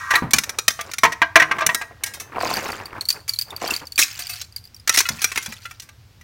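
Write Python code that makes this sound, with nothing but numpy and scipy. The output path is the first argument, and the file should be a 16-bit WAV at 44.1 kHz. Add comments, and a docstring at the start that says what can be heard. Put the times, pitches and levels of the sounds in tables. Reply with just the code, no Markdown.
"""A hollow plastic casing scrapes, then tumbles over a concrete driveway beside a parked tyre, ringing on its modes.
Strips and boards of the broken appliance clack and bounce as bursts of noise and brief modes.
A heap is raked up as dense random grains; a short squeak and small bits that ping are close pairs of modes.
A garage close by adds a short tail of decaying noise; the loudest blows overload the microphone."""
import sys
import numpy as np
from scipy import signal
from scipy.fft import rfft, irfft, next_fast_len
from scipy.io import wavfile
from scipy.ndimage import uniform_filter1d

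SR = 44100
rng = np.random.default_rng(int(sys.argv[2]) if len(sys.argv) > 2 else 0)


def digitize_waveform(pressure):
    """Quantize a signal to 16-bit integers and store it at the path in sys.argv[1].

    Rows of a 2-D input are taken as channels; values are limited to [-1, 1].
    """
    field = np.atleast_2d(pressure).T
    bounded = np.clip(field, -1, 1)
    quanta = np.round(bounded * 32767).astype(np.int16)
    wavfile.write(sys.argv[1], SR, quanta)


N = 275138
HIT_T = np.arange(SR * 3 // 4) / SR   # time axis of one hit [s]
BLOW_S = .025   # reference length for the energy of a hit

# casing modes: mode_hz, relative_db
CASING_MODES = [(160, -25), (320, -15.5), (458, -15.5), (662, -4.5), (700, -6), (903, -4.5), (975, -2.5),
                (1062, -1), (1166, 0), (1270, -6), (1335, -7.5), (1570, -1), (1640, -2), (1725, -9),
                (1878, 4), (1930, 2.5), (2070, -3.5), (2270, -2.5), (2500, -8.5), (2925, -1), (3450, -11.5),
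                (3950, -13.5)]
# spectrum of plastic on concrete: freq_hz, relative_db
CLACK_SPECTRUM = [(200, -4.5), (560, -5), (840, -4), (1200, 1.5), (2350, 9), (3000, -2), (4300, -0.5),
                  (4800, -5), (5700, 4), (7700, -6), (10700, -10.5), (16000, -13.5)]


def amp(db):
    """Decibels to gain."""
    return 10 ** (np.asarray(db) / 20)


def unit(x):
    """Scale to rms 1."""
    return x / np.sqrt(np.mean(x ** 2) + 1e-20)


def unit_blow(x):
    """Scale a hit to the energy of rms 1 over BLOW_S."""
    return x / np.sqrt(np.sum(x ** 2) / (BLOW_S * SR) + 1e-20)


def add(track, start_s, sound):
    """Mix a sound into the track at a time."""
    start = max(0, round(start_s * SR))
    track[start:start + len(sound)] += sound[:len(track) - start]


def colour(x, points):
    """Filter by a spectrum of (freq_hz, db) points and scale to rms 1."""
    hz, db = np.transpose(points)
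    size = next_fast_len(len(x))
    bins_hz = np.fft.rfftfreq(size, 1 / SR) + 1   # + 1 avoids log(0)
    gain = amp(np.interp(np.log(bins_hz), np.log(hz), db))
    return unit(irfft(rfft(x, size) * gain, size)[:len(x)])


def band(x, low_hz, high_hz):
    """Causal band-pass, its upper edge kept below Nyquist."""
    edges_hz = [low_hz, min(high_hz, .47 * SR)]
    return signal.sosfilt(signal.butter(3, edges_hz, "band", fs=SR, output="sos"), x)


def level(curve):
    """Gain in time from a curve of (time_s, db); silent outside it."""
    return amp(np.interp(np.arange(N) / SR, *np.transpose(curve), left=-np.inf, right=-np.inf))


def swells(rows, curve=1.5):
    """Gain of gestures that build, hold and die; curve > 1 starts attacks and ends releases more gently."""
    t = np.arange(N) / SR
    gain = np.zeros(N)
    for start_s, db, attack_s, hold_s, release_s in rows:
        rise = (t - start_s) / attack_s
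        fall = 1 - (t - start_s - attack_s - hold_s) / release_s
        gain += amp(db) * np.clip(np.minimum(rise, fall), 0, 1) ** curve
    return gain


def fade(t60_s, rise_s, hold_s):
    """Envelope of a contact: it builds, lasts while the piece slaps down, then dies."""
    decay_db = -60 * np.clip((HIT_T - hold_s) / t60_s, 0, 4)
    return np.minimum(HIT_T / rise_s, 1) * amp(decay_db)


def ring(modes, t60_s, scatter_db, damping=0.64):
    """Damped modes (hz, db) of scattered strength; t60_s holds at 2 kHz, lower modes last longer."""
    out = np.zeros(len(HIT_T))
    for hz, db in modes:
        life_s = t60_s * (2000 / hz) ** damping
        t = HIT_T[:int(2 * life_s * SR)]
        strength = amp(db + scatter_db * rng.standard_normal())
        tone = np.sin(2 * np.pi * (hz * t + rng.random()))
        out[:len(t)] += strength * amp(-60 * t / life_s) * tone
    return out


def contact(t60_s, rise_s, hold_s):
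    """Plastic on gritty concrete: countless short, overlapping modes, made as a noise burst."""
    return colour(rng.standard_normal(len(HIT_T)), CLACK_SPECTRUM) * fade(t60_s, rise_s, hold_s)


def echoed(sound):
    """A hit plus two short echoes, each with a random delay and a random sign."""
    # echoes from slab and tyre: typical_delay_s, level_db
    echoes = [(.0024, -3.5), (.006, -9)]
    out = np.zeros(len(sound))
    add(out, 0, sound)
    for delay_s, db in echoes:
        add(out, delay_s * rng.uniform(.65, 1.35), amp(db) * sound * rng.choice([-1, 1]))
    return out


def outdoor_air(level_db=-50):
    """Steady outdoor hum and hiss: filtered noise."""
    # air spectrum: freq_hz, relative_db
    air_spectrum = [(25, -20.5), (70, -4.5), (102, 2.5), (160, -15), (400, -25.5), (1800, -28.5),
                    (5000, -29.5), (9000, -40.5), (16000, -39)]
    return amp(level_db) * colour(rng.standard_normal(N), air_spectrum)


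def garage(x, wet_db=-19.0, low_t60_s=0.4, high_t60_s=0.3):
    """Diffuse reflections from the vehicle and the garage; the treble dies first."""
    noise = rng.standard_normal(len(HIT_T))
    low = band(noise, 100, 2900) * fade(low_t60_s, rise_s=0.0068, hold_s=0)
    high = band(noise, 1900, 17000) * fade(high_t60_s, rise_s=0.024, hold_s=0)
    tail = low + high
    return amp(wet_db) * signal.fftconvolve(x, tail / np.sqrt(np.sum(tail ** 2)))[:N]


def grains(per_s, low_hz, high_hz, cycles, spread_db, count=24):
    """Random tiny collisions ring fragments of many sizes for a set number of cycles; each also ticks."""
    sizes = amp(spread_db * np.minimum(rng.exponential(1, N), 3)) * rng.choice([-1, 1], N)
    clicks = sizes * (rng.random(N) < per_s / SR)
    fragment = rng.integers(0, count, N)
    ringing = np.zeros(N)
    for k, hz in enumerate(np.geomspace(low_hz, high_hz, count)):
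        radius = amp(-60 * hz / (cycles * SR))   # -60 dB after `cycles` periods
        w = 2 * np.pi * hz / SR
        struck = clicks * (fragment == k) + 1e-18
        ringing += signal.lfilter([hz * np.sin(w)], [1, -2 * radius * np.cos(w), radius * radius], struck)
    return unit(ringing) + .8 * unit(clicks) + .3 * rng.standard_normal(N)


def heap_rattle(clumping_db=3.4):
    """Big pieces rattle in the raked heap, catching and letting go in clumps."""
    # strokes that stir or rake: start_s, level_db, attack_s, hold_s, release_s
    strokes = [(0.44, -45.5, 0.035, .11, .05), (0.82, -43, .03, .04, 0.064), (1.44, -35.5, .06, .06, .5),
               (1.98, -48, .06, 0.31, 0.11), (2.27, -26.5, .17, 0.13, 0.49),
               (2.92, -37, 0.028, 0.031, 0.087), (3.12, -44.5, .02, 0.039, 0.083),
               (3.44, -43.5, 0.038, .1, .05), (3.6, -25, 0.029, .035, .13),
               (3.8, -36, 0.023, 0.0092, 0.029)]
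    # rattle spectrum: freq_hz, relative_db
    rattle_spectrum = [(40, -10), (150, -2), (420, -3), (720, -2.5), (1050, 0), (2300, -7), (3500, -9.5),
                       (7000, -23.5)]
    collisions = grains(per_s=1100, low_hz=300, high_hz=2700, cycles=17, spread_db=2.8)
    slips = unit(uniform_filter1d(rng.standard_normal(N), size=SR // 60))
    rattle = unit(colour(collisions, rattle_spectrum) * amp(clumping_db * slips))
    return swells(strokes) * rattle


def crumb_skitter():
    """Spilled crumbs skitter over the concrete as grains spread up to a high treble."""
    # spills: start_s, level_db, attack_s, hold_s, release_s
    spills = [(0.74, -49, .05, 0.11, 0.047), (2.385, -32, 0.026, 0.15, .36), (3.58, -32.5, .06, .12, 0.072),
              (3.97, -37, 0.041, .38, 0.092), (4.9, -20, .06, .015, .07), (5.02, -39, .04, 0.35, 0.44)]
    # skitter spectrum: freq_hz, relative_db
    skitter_spectrum = [(300, -30), (800, -4.5), (1600, 0.5), (2600, 6), (3400, 1), (4700, 5.5),
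                        (7000, -0.5), (10600, -8.5), (15000, -7.5)]
    collisions = grains(per_s=650, low_hz=1400, high_hz=15000, cycles=80, spread_db=3.8)
    return swells(spills) * colour(collisions, skitter_spectrum)


def heap_knocks(gain_db=-11.5):
    """Dull knocks as the heap shifts: short, heavily damped resonances."""
    # knocks: start_s, relative_db
    knocks = [(1.91, -34), (2.367, -18.5), (2.383, -14.5), (2.411, -16.5), (2.433, -12), (2.462, -16.5),
              (2.512, -16), (3.618, -19), (3.642, -16.5)]
    # heap resonances: mode_hz, relative_db
    heap_modes = [(323, -8.5), (490, -5), (711, 4.5), (1030, 4), (1350, -10), (1830, -8)]
    out = np.zeros(N)
    for start_s, db in knocks:
        knock = band(ring(heap_modes, t60_s=.016, scatter_db=3.0), 200, 2500)
        add(out, start_s, amp(db + gain_db) * unit_blow(knock))
    return out


def thumps(gain_db=-10.0):
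    """Heavy pieces thump: decaying noise, mostly bass."""
    # thumps: start_s, relative_db
    thump_hits = [(0.222, -11), (0.334, -17), (1.034, -21), (1.355, -30), (1.664, -24), (3.992, -32.5),
                  (5.103, -22), (5.48, -27.5)]
    # thump spectrum: freq_hz, relative_db
    thump_spectrum = [(30, -14), (70, -3.5), (160, -0.5), (240, -1.5), (400, -18), (1000, -11.5),
                      (2500, -29.5), (6000, -56)]
    out = np.zeros(N)
    for start_s, db in thump_hits:
        noise = colour(rng.standard_normal(len(HIT_T)), thump_spectrum)
        thump = noise * fade(t60_s=0.24, rise_s=0.001, hold_s=0.0053)
        add(out, start_s, amp(db + gain_db) * unit_blow(thump))
    return out


def metal_strip():
    """A thin steel strip keeps ringing on its modes after it lands."""
    # landings: start_s, relative_db
    strip_hits = [(1.748, -36.5), (2.036, -41)]
    # strip modes: mode_hz, relative_db
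    strip_modes = [(1625, 8), (1895, 6), (3914, -3), (5033, -5), (5362, -11.5), (6148, -9), (6632, -8),
                   (8635, -7), (9685, -8)]
    out = np.zeros(N)
    for start_s, db in strip_hits:
        add(out, start_s, amp(db) * ring(strip_modes, t60_s=.42, scatter_db=2.0, damping=.2))
    return out


def ringing_part(hits, modes, t60_s):
    """A struck part rings on its own modes after a 3.7 ms rise."""
    out = np.zeros(N)
    for start_s, db in hits:
        tone = ring(modes, t60_s, scatter_db=2.5, damping=.3) * np.minimum(HIT_T / 0.0037, 1)
        add(out, start_s, amp(db) * unit_blow(tone))
    return out


def rocking_board():
    """A stiff board rings briefly as it rocks on an edge."""
    # rocks: start_s, level_db
    board_hits = [(5.053, -27), (5.652, -34.5)]
    # board modes: mode_hz, relative_db
    board_modes = [(1378, -0.5), (1997, -3), (2560, 1.5), (2902, -1.5), (3440, -4), (4100, -2)]
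    return ringing_part(board_hits, board_modes, t60_s=.075)


def bracket():
    """A small steel bracket jingles on its modes, longer than the board."""
    # jingles: start_s, level_db
    bracket_hits = [(4.19, -36.5), (4.294, -30.5)]
    # bracket modes: mode_hz, relative_db
    bracket_modes = [(716, -12), (2595, -1), (4619, -6), (8559, 0), (13080, -2), (14840, 4)]
    return ringing_part(bracket_hits, bracket_modes, t60_s=0.21)


def tinkles(count=32, from_s=3.0, to_s=4.8, centre_hz=4900, centre_db=-35.5):
    """Faint bounces at uneven intervals, as rows of start_s, relative_db, main_mode_hz."""
    jitter, size, pitch = rng.uniform(-1.1, 1, (count, 3)).T
    times_s = np.linspace(from_s, to_s, count) + jitter * (to_s - from_s) / count / 2
    return list(zip(times_s, centre_db + 3.0 * size, centre_hz * 2 ** (0.18 * pitch)))


def pings(ring_db=-15.5, overtone_db=-24.5, tick_db=-24.0):
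    """Squeak and bouncing bits: a close pair of modes, faint overtones and a sharp tick."""
    # bounces, and one short squeak at 0.15 s: start_s, relative_db, main_mode_hz
    chirps = [(0.154, -5.5, 2320), (0.157, -8.5, 4030), (2.5386, -13, 4620), (2.5692, -14.5, 4710),
              (2.719, -21.5, 4640), (2.8568, -21.5, 4650), (3.0096, -12.5, 4320), (3.054, -19.5, 4410),
              (3.0875, -4, 4580), (3.1034, -5.5, 4620), (3.1262, -17, 4720), (3.2925, -7.5, 4660),
              (3.3363, -13.5, 4390), (3.3608, -23, 4150), (3.3882, -7.5, 4600), (3.4127, -12, 4860),
              (3.421, -15, 4620), (3.5054, -23, 3620), (3.5635, -18, 4650), (3.6768, -15, 4640),
              (3.7076, -7.5, 2730), (3.7383, -11.5, 4450), (3.7633, -13.5, 4660), (3.8698, -23, 4630),
              (3.921, -20.5, 4540), (3.9577, -19, 4600), (3.9784, -6.5, 2420), (4.0254, -3.5, 2556),
              (4.2212, -21, 4630), (4.269, -19.5, 4740), (4.336, -20, 4670), (4.5623, -16, 4770),
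              (4.653, -32, 4700), (4.7452, -29.5, 5570)]
    # overtones: multiple_of_main_mode, relative_db
    bit_overtones = [(1.301, -11.5), (1.598, -12), (1.95, -4), (2.68, -9), (3.102, -7)]
    out = np.zeros(N)
    for start_s, db, main_hz in list(chirps) + tinkles():
        pair = ring([(main_hz, 0), (main_hz * .96, -7)], t60_s=.04, scatter_db=0)
        pair = unit_blow(pair * np.minimum(HIT_T / 0.0012, 1))
        upper_modes = [(main_hz * multiple, mode_db) for multiple, mode_db in bit_overtones]
        upper = unit_blow(ring(upper_modes, t60_s=0.042, scatter_db=8.0))
        burst = rng.standard_normal(len(HIT_T)) * fade(t60_s=0.063, rise_s=0.00037, hold_s=.001)
        tick = unit_blow(band(echoed(burst), 1595, 24000))
        add(out, start_s, amp(db) * (amp(ring_db) * pair + amp(overtone_db) * upper + amp(tick_db) * tick))
    return out


def clacks(gain_db=-1.5, ring_share=2.65, count=14):
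    """Each flat piece gives a dry crack and brief modes of its own; its kind sets colour and decay."""
    # landings and bounces: start_s, relative_db, kind
    landings = [(0.308, -35, "clip"), (0.334, -13, "strip"), (0.362, -31.5, "strip"),
                (0.384, -19.5, "strip"), (0.436, -30.5, "strip"), (0.493, -30, "strip"),
                (0.586, -24, "strip"), (0.68, -15, "strip"), (0.705, -33, "strip"), (0.81, -33.5, "strip"),
                (0.914, -38.5, "strip"), (0.935, -32, "strip"), (0.983, -28, "strip"),
                (1.664, -18.5, "clip"), (1.746, -23.5, "clip"), (2.036, -25.5, "clip"),
                (2.061, -34, "wire"), (2.137, -37, "wire"), (2.199, -35, "wire"), (3.102, -27, "shard"),
                (3.279, -34.5, "wire"), (3.978, -24.5, "wire"), (3.989, -15.5, "wire"),
                (4.015, -18, "shard"), (4.032, -21, "shard"), (4.19, -34, "wire"), (4.294, -35.5, "wire"),
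                (4.414, -32, "shard"), (4.875, -24, "strip"), (4.893, -17, "strip"), (4.94, -25, "wire"),
                (4.974, -18, "strip"), (4.987, -14.5, "shard"), (5.004, -20.5, "strip"),
                (5.062, -33, "board"), (5.088, -23.5, "strip"), (5.19, -38, "board"), (5.217, -27, "wire"),
                (5.242, -18.5, "strip"), (5.317, -27.5, "board"), (5.358, -25, "board"),
                (5.375, -19, "board"), (5.425, -38, "wire"), (5.46, -33.5, "strip"),
                (5.522, -33.5, "board"), (5.655, -36.5, "board"), (5.71, -37.5, "board"),
                (5.798, -38, "shard"), (5.82, -47, "wire"), (5.889, -44, "board"), (6.211, -48, "board")]
    # kinds of piece: body_db, crack_db, top_db, t60_s
    kinds = {"strip": (-0.5, 0.5, -3.5, .026), "clip": (-2, -2, 1, .021), "wire": (-2.5, 0, 0.33, .1),
             "shard": (-12.5, 0.5, -6.5, .03), "board": (-1.5, -9, -10.5, .034)}
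    # edges between body, crack and top: edge_hz
    edges_hz = [220, 3000, 8000, 16500]
    out = np.zeros(N)
    for start_s, hit_db, kind in landings:
        *band_levels_db, t60_s = kinds[kind]
        hz = np.geomspace(1200, 15000, count) * 2 ** rng.uniform(-.15, .15, count)
        modes = zip(hz, np.interp(hz, *np.transpose(CLACK_SPECTRUM)))
        tone = ring(modes, ring_share * t60_s, scatter_db=1.0, damping=0.044)
        tone = tone * np.minimum(HIT_T / 0.00073, 1)
        crack = contact(t60_s, rise_s=0.00059, hold_s=0.002)
        hit = echoed(unit_blow(crack) + 0.57 * unit_blow(tone))
        clack = np.zeros(len(HIT_T))
        for k, db in enumerate(band_levels_db):
            part = amp(db) * unit_blow(band(hit, edges_hz[k], edges_hz[k + 1]))
            clack += part * (-1) ** k   # neighbouring bands in opposite polarity
        add(out, start_s, amp(hit_db + gain_db) * clack)
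    return out


def casing_drag(scratch_db=-11.0):
    """Grit under the sliding casing keeps its modes humming: noise convolved with their ring."""
    # scrape before the tumble: time_s, level_db
    drag_curve = [(0, -29.5), (0.09, -33), (0.12, -21), (0.19, -23.5), (0.22, -45)]
    friction = rng.standard_normal(N)
    shell = band(ring(CASING_MODES, t60_s=.09, scatter_db=1), 1100, 1800)
    hum = unit(signal.fftconvolve(friction, shell)[:N])
    return level(drag_curve) * (hum + amp(scratch_db) * colour(friction, CLACK_SPECTRUM))


def casing_tumble(focus_db=9.5, focus_octaves=0.27, ring_db=-0.5, slap_db=-6.5, grit_db=-2.5):
    """The shell rings hollow; each hit favours modes near one pitch and detunes them a little."""
    # hits on the ground: start_s, relative_db, most_excited_hz, relative_scuff_db
    casing_hits = [(0.107, -16.5, 1720, -7.5), (0.138, -17, 1650, -15), (0.154, -17, 1700, -15),
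                   (0.791, -28, 1460, -15), (1.034, -10, 1250, -7), (1.05, -13, 1160, -13),
                   (1.121, -25, 1880, -5), (1.218, -11.5, 1750, -20), (1.357, -3, 1580, -11),
                   (1.398, -11, 1730, -13), (1.42, -13.5, 2020, -15), (1.512, -17.5, 1390, -16),
                   (1.585, -24, 1300, -13.5), (1.606, -21.5, 1260, -14), (1.619, -20, 1240, -26),
                   (1.691, -18, 1740, -30), (1.813, -28, 1610, -6)]
    out = np.zeros(N)
    hz, db = np.transpose(CASING_MODES)
    for start_s, hit_db, main_hz, scuff_db in casing_hits:
        favour_db = focus_db * np.exp(-(np.log2(hz / main_hz) / focus_octaves) ** 2)
        detuned_hz = hz * (1 + .014 * rng.standard_normal(len(hz)))
        shell = ring(zip(detuned_hz, db + favour_db), t60_s=0.088, scatter_db=3.5, damping=.4)
        shell = unit_blow(echoed(shell))
        slap = echoed(contact(t60_s=0.072, rise_s=0.0013, hold_s=0.004))
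        slap = unit_blow(band(slap, 500, 3800))
        grit = echoed(contact(t60_s=0.023, rise_s=0.00051, hold_s=0.0083))
        grit = unit_blow(band(grit, 2400, 16500))
        blow = amp(ring_db) * shell + amp(slap_db) * slap + amp(scuff_db + grit_db) * grit
        add(out, start_s, amp(hit_db) * blow)
    return out


def scene():
    """All falling pieces, their reflections and the outdoor air."""
    heap = heap_rattle() + crumb_skitter() + heap_knocks()
    ringing = metal_strip() + rocking_board() + bracket()
    pieces = heap + thumps() + ringing + pings() + clacks() + casing_drag() + casing_tumble()
    return (pieces + garage(pieces) + outdoor_air())[None]


def record(dry, top=1.4, cutoff_hz=16100):
    """The microphone flattens the loudest peaks towards top; the highest treble is cut."""
    clipped = dry / (1 + (dry / top) ** 4) ** (1 / 4)
    return signal.sosfilt(signal.ellip(10, .1, 70, cutoff_hz, fs=SR, output="sos"), clipped)


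dry = scene()
out = record(dry)
digitize_waveform(out)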